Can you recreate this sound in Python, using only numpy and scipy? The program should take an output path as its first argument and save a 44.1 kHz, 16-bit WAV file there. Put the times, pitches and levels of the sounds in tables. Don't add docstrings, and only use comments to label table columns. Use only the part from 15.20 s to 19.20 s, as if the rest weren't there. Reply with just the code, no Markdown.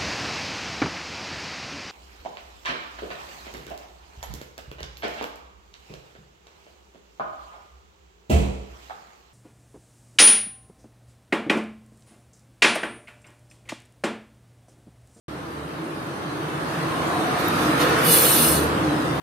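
import sys
import numpy as np
from scipy import signal
from scipy.fft import rfft, irfft
from scipy.io import wavfile
from scipy.ndimage import uniform_filter1d, map_coordinates

SR = 44100
rng = np.random.default_rng(int(sys.argv[2]) if len(sys.argv) > 2 else 0)


def store_pcm(level_fs):
    pcm = np.round(np.clip(level_fs, -1, 1) * 32767).astype(np.int16)
    wavfile.write(sys.argv[1], SR, np.atleast_2d(pcm).T)


def to_linear_factor(level_db):
    exponent = np.asarray(level_db, float) / 20
    return 10 ** exponent


N = 176400
T = np.arange(N) / SR
HZ = np.maximum(np.fft.rfftfreq(N, 1 / SR), 1)


def curve(rows, order=1):
    rows = np.array(rows)
    return np.interp(T, rows[:, 0], rows[:, order])


def colour(rows):
    rows = np.array(rows)
    return to_linear_factor(np.interp(np.log(HZ), np.log(rows[:, 0]), rows[:, 1], left=-90))


def bumps(rows):
    return to_linear_factor(sum(db / (1 + (2 * (HZ - hz) / width) ** 2) for hz, width, db in rows))


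def shaped(x, gain):
    return irfft(rfft(x) * gain, N)


def unit(x):
    return x / np.sqrt(np.mean(x ** 2))


def walk(rate):
    hold = int(SR / rate)
    steps = rng.standard_normal(600)[np.arange(N) // hold]
    return unit(uniform_filter1d(uniform_filter1d(steps, hold), hold))


def swell_at(s, length):
    return np.exp(-(2 * (T - s) / length) ** 2)


# (time [s], level [dB], tilt [dB per octave])
ROAR = [
    (.09, -35, 0.2),
    (.6, -33, 0),
    (1.1, -30.5, 0),
    (1.6, -27, 1.23),
    (2.0, -24, 0.9),
    (2.4, -23, 1.96),
    (2.7, -21, 2.5),
    (3.0, -21.5, 2.2),
    (3.5, -22, -0.3),
    (4.0, -24.5, 0.16),
]
# (frequency [Hz], density [dB per Hz])
ROAR_COLOUR = [(25, -33), (55, -27), (120, -9.5), (400, -9), (1300, -14), (2200, -21.5), (4300, -28),
               (15000, -50.5)]
# (centre [Hz], width [Hz], height over the roar [dB])
LANDING = [(71, 6.6, 7), (93, 6.3, 5), (142.2, 22.4, 7), (162.6, 19, 7), (207, 19, -0.5),
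           (294.8, 35.6, 7.5), (329.7, 19, 8.5), (444.7, 12, 4.5), (497.4, 7.6, 5.5), (1057, 82, 2),
           (1276, 430, 3), (1720, 310, 3), (2000, 500, -1.5)]
PORT_GAP_HZ = 940
SWELL_DB, FLICKER_DB = 0.07, 0.2


def roar():
    mid, side = rfft(rng.standard_normal((2, N)))
    alike = np.sinc(HZ / PORT_GAP_HZ) * np.exp(-HZ / 20000.0)
    sign = np.array([1, -1])[:, None]
    both = mid * np.sqrt(1 + alike) + sign * side * np.sqrt(1 - alike)
    both = both * colour(ROAR_COLOUR) * bumps(LANDING)
    both = both / np.std(irfft(both, N))
    swell, level, tilt = walk(5.12), curve(ROAR), curve(ROAR, order=2)
    out = 0
    for octave in np.arange(-4, 5.5, .5):
        band = np.clip(1 - 2 * abs(np.log2(HZ / 500) - octave), 0, 1)
        db = level + tilt * np.clip(octave, -1, 1.6) + SWELL_DB * swell + FLICKER_DB * walk(9)
        out = out + irfft(both * band, N) * to_linear_factor(db)
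    return out


# (time [s], length [s], centre [Hz], level [dB])
BOOMS = [(0.655, 0.11, 322, -31.5), (1.177, 0.29, 317, -34.5), (1.96, 0.17, 304, -31.5),
         (2.05, 0.44, 720, -33.5), (2.466, 0.44, 300, -26.5), (2.76, 0.16, 1530, -32.5),
         (2.92, 0.31, 483, -28), (3.51, 0.21, 296, -42), (1.55, 0.12, 165, -40), (1.622, .25, 1750, -46),
         (1.823, 0.44, 1053, -34.5), (2.39, 0.58, 1270, -36.5), (2.653, 0.1, 484, -29.5),
         (2.702, 0.4, 1860, -36.5), (2.418, .2, 202, -36), (2.9, .16, 238, -31), (2.875, 0.11, 165, -29.5),
         (3.054, 0.068, 500, -30.5), (3.147, 0.16, 330, -34), (3.223, 0.13, 245, -27),
         (3.427, 0.11, 450, -30.5), (3.745, 0.17, 317, -25.5), (3.92, 0.096, 142, -28.5)]
BOOM_WIDTH = 0.15


def booms():
    noise = rng.standard_normal(N)
    out = 0
    for s, length, hz, db in BOOMS:
        resonance = 1 / (1 + (2 * (HZ / hz - 1) / BOOM_WIDTH) ** 2)
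        out = out + to_linear_factor(db) * unit(shaped(noise, resonance)) * swell_at(s, length)
    return out


# (time [s], level [dB])
DRONE = [
    (.09, -49),
    (2.1, -60),
    (2.5, -43),
    (2.8, -52),
    (3.0, -41),
    (3.2, -41),
    (3.5, -35.5),
    (4.0, -45),
]
DRONE_HZ, DRONE_WIDTH_HZ = 75.1, 1.96


def drone():
    phase = 2 * np.pi * np.cumsum(DRONE_HZ + DRONE_WIDTH_HZ * walk(12)) / SR
    return np.sqrt(2) * np.sin(phase) * to_linear_factor(curve(DRONE) + 5.6 * walk(8.34))


# (time [s], length [s], level [dB], left over right [dB])
PUFFS = [
    (2.199, 0.041, -41.5, -13),
    (2.266, 0.084, -44, -10),
    (2.41, 0.12, -40, -11),
    (2.513, 0.14, -49, -12),
    (2.622, 0.064, -29, -2),
    (2.695, 0.046, -41, -6),
    (2.834, 0.15, -36, -1),
]
# (frequency [Hz], density [dB per Hz])
PUFF_COLOUR = [(1000, 10.5), (2500, 4.5), (4500, -0.5), (6500, -2.5), (8500, -14.5), (12000, -10),
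               (15800, -11)]


def puffs():
    gas = unit(shaped(rng.standard_normal(N), colour(PUFF_COLOUR))) * to_linear_factor(1.5 * walk(70))
    breaths = 0
    for s, length, db, pan in PUFFS:
        port_db = db + np.array([[pan], [-pan]]) / 2
        breaths = breaths + to_linear_factor(port_db) * swell_at(s, length)
    return gas * breaths


# (time [s], level [dB], pitch [Hz], decay by 60 dB [s])
SPITS = [
    (2.244, -40, 12300, .008),
    (2.2622, -28, 12400, .005),
    (2.2821, -10, 15000, .004),
    (2.2836, -14, 14100, .005),
    (2.33, -42, 11900, .008),
    (2.384, -26, 2400, .006),
    (2.468, -20, 2300, .005),
]
SPIT_PAN_DB = -22


def spits():
    out = 0
    for s, db, hz, t60 in SPITS:
        age = np.maximum(T - s, 0)
        attack = np.minimum(age / 0.00046, 1)
        out = out + to_linear_factor(db - 60 * age / t60) * np.sin(2 * np.pi * hz * age) * attack
    return out * to_linear_factor(np.array([[SPIT_PAN_DB], [0]]))


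# (time [s], flow [dB])
JET = [
    (2.8, -47),
    (2.86, -23),
    (2.92, -14),
    (2.975, -16),
    (3.08, -18),
    (3.29, -20),
    (3.35, -22.5),
    (3.42, -34.5),
    (3.5, -48),
]
# (frequency [Hz], density [dB per Hz])
JET_COLOUR = [(800, -9.5), (2000, -10), (3200, -2.5), (4400, -1), (7000, -7), (9000, -3), (12000, -3.5),
              (14000, -2.5), (15800, -8)]
# (centre [Hz], width [Hz], height [dB])
NOTCHES = [(3180, 94, -15), (3750, 110, -12), (4460, 480, -2), (4980, 160, -7), (5740, 150, -6),
           (6750, 240, -5), (10000, 120, 7.5), (14400, 200, -5)]
BODY_HZ, BODY_SHARE, BODY_DB = 6500, 0.8, 1.1
FLUTTER_DB, FLUTTER_PER_S = .7, 60


def jet():
    gas = unit(shaped(rng.standard_normal(N), colour(JET_COLOUR) * bumps(NOTCHES)))
    body = shaped(gas, 1 / (1 + (HZ / BODY_HZ) ** 8))
    treble = gas - body
    shut = np.clip(abs(T - 3.15) / .35 - 1, 0, 1)
    flow = curve(JET) - 600 * shut
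    flutter = FLUTTER_DB * walk(FLUTTER_PER_S)
    body_db = BODY_SHARE * (flow + 21.5) - 27.5 + BODY_DB
    return treble * to_linear_factor(flow - 8.5 + flutter) + body * to_linear_factor(body_db + flutter)


EARLY_S = 0.0047
TAIL_T60_S, TAIL_DB, TAIL_TOP_HZ = 0.16, -4, 9100
SWAY_DB, SWAY_PER_S = 5, 14


def unit_energy(echo):
    return echo / np.sqrt(np.sum(echo ** 2, axis=1, keepdims=True))


def walls(x):
    age = T[:SR // 3]
    sway = np.array([to_linear_factor(SWAY_DB * walk(SWAY_PER_S)) for _ in range(4)])
    lowpass = signal.butter(2, TAIL_TOP_HZ, fs=SR)
    out = x
    for share in sway / np.sqrt(np.sum(sway ** 2, axis=0)):
        chance = rng.standard_normal((2, 2, len(age)))
        early = chance[0] ** 3 * np.exp(-age / EARLY_S) * (age > .0008)
        tail = chance[1] * to_linear_factor(-60 * age / TAIL_T60_S) * (age > .003)
        tail = signal.lfilter(*lowpass, tail)
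        echo = unit_energy(early) + to_linear_factor(TAIL_DB) * unit_energy(tail)
        out = out + signal.fftconvolve(x * share, echo, axes=1)[:, :N]
    return out


SPIT_WET = .12


def scene():
    grains = spits()
    outside = roar() + drone() + booms()
    landing = walls(jet() + puffs() + SPIT_WET * grains)
    return outside + landing + (1 - SPIT_WET) * grains


# (from [s], to [s], low [Hz], high [Hz])
HOLES = [(2.87, 2.9, 7500, 7900), (2.86, 2.96, 6950, 7150), (2.86, 2.91, 4880, 5000),
         (2.95, 3.03, 3650, 3780), (2.97, 3.06, 5350, 5480), (3.0, 3.1, 9600, 9720),
         (3.01, 3.07, 3080, 3200), (3.02, 3.04, 15500, 16500), (3.05, 3.11, 5500, 5760),
         (3.22, 3.25, 6950, 7200), (3.36, 3.39, 3080, 3200), (2.0, 2.09, 7000, 7250),
         (2.32, 2.345, 7400, 7800), (2.53, 2.58, 7150, 7500), (2.71, 2.76, 12500, 13000)]
# (from [s], to [s], low [Hz], high [Hz])
SIDE_HOLES = [(2.83, 3.43, 9750, 10300), (2.87, 2.97, 13900, 14500), (2.93, 2.965, 9000, 9750),
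              (3.025, 3.08, 9000, 9750), (2.98, 3.3, 3050, 3170), (2.93, 3.27, 3400, 3500),
              (3.02, 3.13, 6950, 7150), (3.4, 3.47, 6950, 7250), (3.0, 3.035, 15100, 16500)]
PATCH_FROM_HZ, PATCH_HZ, PATCH_S, PATCH_DB = 2500, 105, .065, 2.9
HOLE_AT, HOLE_DB = 1.75, 36
STARVED_HZ, STARVED_WIDTH_HZ, STARVED_BY = 6300, 2000, .45
EDGE_HZ, EDGE_STEP_HZ = 15550, 300


def patchy(x):
    hz, s, cells = signal.stft(x, SR, nperseg=1024)
    coarse = rng.standard_normal((400, 200))
    grid = np.meshgrid(hz / PATCH_HZ, s / PATCH_S, indexing="ij")
    field = 1.4 * map_coordinates(coarse, grid, order=1)
    hz = hz[:, None]
    starved = np.exp(-((hz - STARVED_HZ) / STARVED_WIDTH_HZ) ** 2) + np.clip(hz / 2000 - 6.5, 0, 1)
    sill = HOLE_AT - STARVED_BY * starved
    db = PATCH_DB * field - HOLE_DB * np.clip(4 * (-field - sill), 0, 1)
    quiet = np.interp(s, T, curve(JET)) < -30
    ragged = EDGE_HZ + EDGE_STEP_HZ * np.round(coarse[-1, (s / .046).astype(int)])
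    edge = np.where(quiet, ragged, SR)
    gain = to_linear_factor(db * np.clip(hz / PATCH_FROM_HZ - .5, 0, 1)) * (hz < edge)

    def kept(rows):
        inside = sum((s > a - .006) * (s < b + .018) * (hz > lo) * (hz < hi) for a, b, lo, hi in rows)
        return to_linear_factor(-HOLE_DB * inside)

    mid = (cells[0] + cells[1]) / 2
    side = (cells[0] - cells[1]) / 2 * kept(SIDE_HOLES)
    cells = np.array([mid + side, mid - side]) * kept(HOLES)
    return signal.istft(cells * gain, SR, nperseg=1024)[1][:, :N]


def top_cut(x):
    return signal.sosfilt(signal.butter(12, 15980, fs=SR, output="sos"), x)


# (centre [Hz], width [Hz], height [dB])
PORTS = [
    [(8920, 2300, 11), (7380, 500, -9), (11200, 720, -9.5), (5450, 1400, -1.5)],
    [(11670, 4800, 11), (8170, 1520, -11), (13100, 970, -1), (5350, 1500, -4)],
]
RIGHT_DB = .6
TOP_HZ, TOP_SLOPE_HZ, TOP_DB = 15780, 300, -8
CEILING = 1.3
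START_S = .0818


def record(dry):
    slope = np.clip(1 - (TOP_HZ - HZ) / TOP_SLOPE_HZ, 0, 1)
    cut = (HZ < TOP_HZ) * to_linear_factor(TOP_DB * slope)
    left = shaped(dry[0], cut * bumps(PORTS[0]))
    right = to_linear_factor(RIGHT_DB) * shaped(dry[1], cut * bumps(PORTS[1]))
    rounded = CEILING * np.tanh(np.array([left, right]) / CEILING)
    fade_in = np.clip((T - START_S) / 0.00041, 0, 1)
    return top_cut(patchy(rounded) * fade_in)


dry = scene()
out = record(dry)
store_pcm(out)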